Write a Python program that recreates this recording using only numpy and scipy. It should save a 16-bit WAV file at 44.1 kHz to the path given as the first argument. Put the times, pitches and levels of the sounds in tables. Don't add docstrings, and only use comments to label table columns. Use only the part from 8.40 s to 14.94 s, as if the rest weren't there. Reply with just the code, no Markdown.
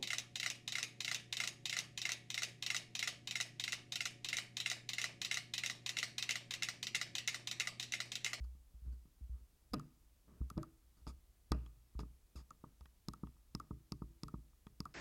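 import sys
import numpy as np
from scipy import signal
from scipy.fft import rfft, irfft
from scipy.io import wavfile
from scipy.ndimage import uniform_filter1d

SR = 44100
rng = np.random.default_rng(int(sys.argv[2]) if len(sys.argv) > 2 else 0)


def store_pcm(level_fs):
    pcm = np.round(np.clip(level_fs, -1, 1) * 32767).astype(np.int16)
    wavfile.write(sys.argv[1], SR, np.atleast_2d(pcm).T)


def voltage_ratio(level):
    return 10 ** (np.asarray(level, float) / 20)


N = 288414
T = np.arange(N) / SR

# f/Hz, relative level before contact smoothing/dB, t60/s
DESK = [(30, 9, 0.087), (117, -1.5, 0.27), (146.6, -2.5, 0.3), (171, 13, 0.031), (199.7, -11, 0.22),
        (247, -16.5, 0.32), (290, -8, 0.13), (324, -28.5, 0.66), (413, -16, 0.18), (610, -15.5, 0.11)]
# f/Hz, relative level before contact smoothing/dB, t60/s
SHELL = [(939, 0.5, 0.027), (1094, -2, 0.04), (1226, 4, 0.028), (1364, -3, 0.012)]
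# f/Hz, relative level before contact smoothing/dB, t60/s
WHEEL = [(1170, 0, .028), (1250, -28, .22), (1275, -28, .1), (1325, 0, .028)]
# f/Hz, relative level/dB, t60/s
BUTTON = [(1610, 2, 0.0043), (1903, -15, 0.052), (2316, -6, 0.0072), (2583, -7.5, 0.023),
          (2780, -2.5, 0.0057), (3355, -4, 0.013), (3985, -17.5, 0.035)]
# f/Hz, relative level/dB, t60/s
SWITCH = [(4570, -21, 0.027), (4840, -30, 0.026), (4920, 5.5, 0.0043), (5615, -4.5, 0.0053)]
# f/Hz, relative level/dB, t60/s
CRACK = [(6090, -1, 0.009), (6880, 1.5, 0.0091), (7280, -3, 0.0098), (8230, -1.5, 0.009),
         (9270, -1, 0.0072), (10870, -5.5, 0.011), (11450, -1, 0.006), (13100, -9, 0.015),
         (14900, -54, 0.006)]
# t/s, reference level of their parts and of the rocking/dB
PRESSES = [(4.685, -33), (5.15, -32), (5.521, -33), (5.834, -34.5), (6.404, -33)]
# t/s, reference level of their parts and of the rocking/dB
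RELEASES = [(4.835, -34.5), (5.309, -34.5), (5.62, -34), (5.941, -34)]
# t/s, shell peak/dB, thud peak/dB, snap reference level/dB
KNOCKS = [(1.335, -40, -37.5, -38), (1.339, -37, -31, -34), (1.343, -46.5, -30.5, -39),
          (2.178, -46.5, -31.5, -48), (2.668, -45.5, -49.5, -51.5), (2.675, -55, -41.5, -49.5),
          (3.119, -32.5, -27, -29), (3.134, -54, -55, -63), (3.148, -56, -40, -62),
          (3.592, -44, -40.5, -46.5), (3.604, -64, -51, -50), (3.956, -82, -46.5, -69),
          (4.24, -50, -43, -78), (4.409, -59, -59.5, -57)]
# t/s, wheel peak/dB, snap reference level/dB
TOCKS = [(1.397, -46.5, -46.5), (2.102, -44, -41.5), (2.231, -43, -44.5), (4.107, -47.5, -46.5),
         (4.736, -45.5, -46), (5.2, -40.5, -46), (5.883, -45.5, -47.5), (6.455, -40, -47)]


def add(out, s, sound):
    i = max(int(s * SR), 0)
    out[i:i + len(sound)] += sound[:len(out) - i]


def peak(x, db):
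    return x * voltage_ratio(db) / np.abs(x).max()


def unit(x):
    return x / np.sqrt(np.mean(x ** 2))


def ring(modes, seconds=0.23, sign=-1):
    t = T[:int(seconds * SR)]
    out = np.zeros(len(t))
    for k, (hz, db, t60) in enumerate(modes):
        decay = 1000. ** (-t / t60)
        out += sign ** k * voltage_ratio(db) * np.sin(2 * np.pi * hz * t) * decay
    return out


def soft(x, ms):
    return signal.fftconvolve(x, np.hanning(int(ms * SR / 1000) + 3))


def hiss():
    # f/Hz, relative density per Hz/dB
    noise_spectrum = [(12, -34), (20, -1.5), (40, -1.5), (56, 0.5), (86, -14.5), (172, -23), (262, -24),
                      (472, -31), (1190, -35.5), (1530, -37.5), (12400, -37.5), (16000, -39)]
    level_db = -68
    hz, db = np.transpose(noise_spectrum)
    f = np.maximum(np.arange(N // 2 + 1) * SR / N, 1)
    gain = voltage_ratio(np.interp(np.log(f), np.log(hz), db))
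    noise = irfft(rfft(rng.standard_normal(N)) * gain, N)
    return voltage_ratio(level_db) * unit(noise)


def rocking():
    # t/s, swing amplitude/dB, hold/ms, t60/s
    hand_pushes = [(0.004, -38, 16, 0.48), (0.341, -50, 17, 0.27), (0.419, -47.5, 24, 0.55),
                   (0.463, -40, 42, 0.39), (0.81, -44, 32, 0.15), (0.894, -40.5, 49, 0.14),
                   (1.008, -53, 8.2, 0.24), (1.317, -45, 9, 0.23), (1.874, -60.5, 18, 0.83),
                   (2.006, -33, 4.1, 0.25), (2.156, -42, 11, 0.17), (2.617, -55, 25, 0.3),
                   (2.667, -42.5, 4.5, 0.37), (3.109, -31.5, 5.1, 0.47), (3.552, -39, 13, 0.32),
                   (3.594, -44, 16, 0.49), (3.956, -44.5, 7.3, 0.28), (4.409, -48.5, 8.8, 0.18),
                   (6.265, -65, 20, 0.26)]
    rock_hz, rise_ms = 59.8, 5
    click_hold_ms, click_t60 = 16, .33
    pushes = list(hand_pushes)
    for clicks, rock_db, lead_ms in ((PRESSES, -18.5, 6.3), (RELEASES, -12.5, 3.4)):
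        pushes += [(s - lead_ms / 1000, db + rock_db, click_hold_ms, click_t60) for s, db in clicks]

    energy, t = np.zeros(N), T[:SR]
    rise = np.sin(np.pi / 2 * np.clip(t * 1000 / rise_ms, 0, 1))
    for s, db, hold_ms, t60 in pushes:
        fall = 1000. ** (-np.maximum(t - (rise_ms + hold_ms) / 1000, 0) / t60)
        add(energy, s, (voltage_ratio(db) * rise * fall) ** 2)
    drift = unit(uniform_filter1d(rng.standard_normal(N), 3500))
    phase = 2 * np.pi * np.cumsum(rock_hz * (1 + 0.07 * drift)) / SR
    return np.sqrt(energy) * np.sin(phase)


def contact():
    # t/s, length/s, initial squeak/dB, initial shell noise/dB, initial rumble/dB
    rub_strokes = [(0.037, 0.012, -71, -90, -72), (0.446, .12, -98, -93, -70.5),
                   (0.522, 0.018, -76, -87, -75), (0.93, 0.11, -99, -83.5, -75),
                   (1.876, 0.21, -100, -80.5, -64.5), (2.567, 0.05, -78, -84, -75),
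                   (2.674, 0.031, -59.5, -64, -60), (3.595, .015, -62.5, -75, -49.5),
                   (3.956, 0.059, -61, -68, -66)]
    stroke_fade = (227, 116, 51)
    # shell noise re knock shell/dB, rumble re knock thud/dB, t60/s
    wheel_rattle = [(-7.5, -10.5, 0.043), (-35, -22.5, .35)]
    touch_s, lift_t60 = 0.004, 0.082
    energy, t = np.zeros((3, N)), T[:SR // 2]
    onset = np.clip(t / touch_s, 0, 1)
    for s, length, *levels in rub_strokes:
        touch = onset * 1000. ** (-np.maximum(t - length, 0) / lift_t60)
        for layer, db, fade in zip(energy, levels, stroke_fade):
            add(layer, s, (voltage_ratio(db - fade * t) * touch) ** 2)

    squeak, shell, rumble = energy
    knocks = [k[:3] for k in KNOCKS]
    knocks += [(s, db - 4, db + 1) for s, db, _ in TOCKS]
    for s, shell_db, thud_db in knocks:
        for shell_rel_db, rumble_rel_db, t60 in wheel_rattle:
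            fall = onset * 1000. ** (-t / t60)
            add(shell, s, (voltage_ratio(shell_db + shell_rel_db) * fall) ** 2)
            add(rumble, s, (voltage_ratio(thud_db + rumble_rel_db) * fall) ** 2)
        slow_rel_db, _, slow_t60 = wheel_rattle[-1]
        slow_fall = onset * 1000. ** (-t / slow_t60)
        add(squeak, s, (voltage_ratio(shell_db + slow_rel_db - 15) * slow_fall) ** 2)
    return np.sqrt(energy)


def rubbing():
    # t/s, nominal slip rate/Hz, slowing/(Hz/s), unevenness/0-1
    slip_rates = [(2.678, 1250, 2500, .07), (3.597, 1300, 2500, .3), (3.957, 1380, 14000, .04)]
    slip_rows = np.array(slip_rates)
    current = np.maximum(np.searchsorted(slip_rows[:, 0], T) - 1, 0)
    s, hz, slowing, uneven = slip_rows[current].T
    rate = np.clip(hz - slowing * (T - s), 500, 1500)
    jitter = unit(uniform_filter1d(rng.standard_normal(N), 30))
    phase = 2 * np.pi * np.cumsum(rate * np.exp(uneven * jitter)) / SR
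    slips = np.exp(120 * (np.cos(phase) - 1))
    scrape, drag = rng.standard_normal((2, N))
    force = unit(slips - slips.mean()) + .4 * scrape

    bright = ring(SWITCH, .05) + voltage_ratio(-6.0) * ring(CRACK, .05) + voltage_ratio(-5.5) * ring(BUTTON, .05)
    plastic = soft(soft(ring(SHELL, .1) + ring(WHEEL, .1), .6), .6)
    desk = np.diff(soft(soft(ring(DESK[1:], .12, sign=1), 1.5), 1.5))
    skin_band = signal.butter(3, [350, 1600], "bandpass", fs=SR, output="sos")
    skin = signal.sosfilt(skin_band, drag)

    squeak = unit(signal.fftconvolve(force, bright)[:N])
    shell_noise = unit(signal.fftconvolve(scrape, plastic)[:N])
    rumble = unit(signal.fftconvolve(drag, desk)[:N]) + voltage_ratio(-13.5) * unit(skin)
    return np.sum(contact() * [squeak, shell_noise, rumble], axis=0)


def room(x):
    level_db, t60 = -32, 0.74
    t = T[:SR // 2]
    tail = rng.standard_normal(len(t)) * 1000. 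** (-t / t60) * (t > 3 / 1000)
    dull = signal.butter(1, [300, 5000], "bandpass", fs=SR, output="sos")
    tail = signal.sosfilt(dull, tail)
    tail = tail / np.sqrt(np.sum(tail ** 2))
    return voltage_ratio(level_db) * signal.fftconvolve(x, tail)[:N]


def thud(scatter, ms):
    modes = [(hz * (1 + .02 * a), db + 3 * b, t60) for (hz, db, t60), (a, b) in zip(DESK, scatter)]
    return np.diff(soft(ring(modes, .35, sign=1), ms))


def flutter(x):
    shake = rng.standard_normal(len(x))
    for _ in range(2):
        shake = uniform_filter1d(shake, 500)
    onset = np.clip(T[:len(x)] / .03, 0, 1)
    return x * (1 + .5 * onset * unit(shake))


def snaps(count, decay_ms):
    t = T[:400]
    impact = (t == 0) * 7.0
    chatter = rng.standard_normal((count, len(t))) * np.exp(-t * 1000 / decay_ms)
    return impact + chatter


def blows():
    # t/s, shell peak/dB, thud peak/dB
    finger_touches = [(0.046, -66, -60), (0.151, -76, -60.5), (0.346, -78, -67), (0.479, -79, -53.5),
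                      (0.531, -82, -55.5), (0.655, -73.5, -56.5), (0.813, -83, -59.5), (1.874, -92, -64),
                      (2.014, -60.5, -38.5), (2.114, -73, -47), (2.168, -59, -48), (2.172, -55, -35.5),
                      (3.551, -65, -55), (3.632, -55.5, -41.5), (4.965, -69.5, -70), (6.131, -70.5, -70)]
    # t/s, shell peak/dB, thud peak/dB, tick reference level/dB
    cap_ticks = [(1.384, -63, -66, -69), (3.262, -60, -55, -66), (4.457, -62, -63.5, -62),
                 (4.87, -56.5, -59, -69.5), (6.268, -54.5, -46, -62.5)]
    # t/s, peak before wavering/dB, f/Hz
    desk_hums = [(1.345, -47.5, 249.4), (2.178, -43.5, 324), (2.18, -46.5, 610), (3.12, -52.5, 117)]
    # shell/dB, thud/dB, button/dB, switch/dB, crack/dB
    press_parts = (-12.5, -1.6, -21.5, -2.1, -12)
    # shell/dB, thud/dB, button/dB, switch/dB, crack/dB
    release_parts = (-13, -0.26, -42, -37, -45)
    # button/dB, switch/dB, crack/dB
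    knock_parts = (-7.5, -0.8, -11)
    # button/dB, switch/dB, crack/dB
    tick_parts = (8.2, -4, -2.5)
    thud_ms, slap_ms = 2.82, 1.93
    # t/s, direction of force, push/ms, then peaks/dB; a release pulls
    rows = [(s, 1, thud_ms, *(db + np.array(press_parts))) for s, db in PRESSES]
    rows += [(s, -1, thud_ms, *(db + np.array(release_parts))) for s, db in RELEASES]
    rows += [(s, 1, slap_ms, a, b, *(db + np.array(knock_parts))) for s, a, b, db in KNOCKS]
    rows += [(s, 1, thud_ms, a, b, *(db + np.array(tick_parts))) for s, a, b, db in cap_ticks]
    rows += [(s, 1, thud_ms, a, b) for s, a, b in finger_touches]

    out = np.zeros(N)
    shell = soft(ring(SHELL, .1), 0.36)
    hard = [ring(m, .06) for m in (BUTTON, SWITCH, CRACK)]
    scatter = rng.standard_normal((len(rows), len(DESK), 2))
    for row, snap, spot in zip(rows, snaps(len(rows), 0.95), scatter):
        s, direction, push_ms, shell_db, thud_db, *hard_db = row
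        desk = peak(flutter(thud(spot, push_ms)), thud_db)
        add(out, s - .0012, direction * desk)
        add(out, s, direction * peak(shell, shell_db))
        for body, db in zip(hard, hard_db):
            add(out, s, peak(signal.fftconvolve(body, snap), db))

    for s, db, hz in desk_hums:
        hum = ring([(hz, 0, 86 / hz)], 0.56)
        add(out, s, flutter(peak(hum, db)))

    cap_hz, cap_db, cap_t60, rough_ms = 2630, -37.5, 0.36, 3.2
    for s, _, _, db in KNOCKS:
        cap = peak(ring([(cap_hz, 0, cap_t60)], 0.55), db + cap_db)
        buzz = unit(soft(rng.standard_normal(len(cap)), rough_ms))[:len(cap)]
        add(out, s, cap * buzz)
    return out


def tocks():
    # button/dB, switch/dB, crack/dB
    tock_parts = (-13.5, -8, -5.1)
    out = np.zeros(N)
    wheel = soft(ring(WHEEL), 0.53)
    hard = [ring(m, .06) for m in (BUTTON, SWITCH, CRACK)]
    for (s, wheel_db, snap_db), snap in zip(TOCKS, snaps(len(TOCKS), 0.34)):
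        add(out, s, peak(wheel, wheel_db))
        for body, db in zip(hard, tock_parts):
            add(out, s - .001, peak(signal.fftconvolve(body, snap), snap_db + db))
    return out


def scene():
    near = rubbing() + blows() + tocks()
    return (hiss() + rocking() + near + room(near))[None]


def band_limit(x):
    return signal.sosfilt(signal.butter(12, 16410, fs=SR, output="sos"), x)


def record(dry):
    bass_cut = signal.butter(2, 28, "highpass", fs=SR, output="sos")
    mix = signal.sosfilt(bass_cut, dry)
    return band_limit(mix)


dry = scene()
out = record(dry)
store_pcm(out)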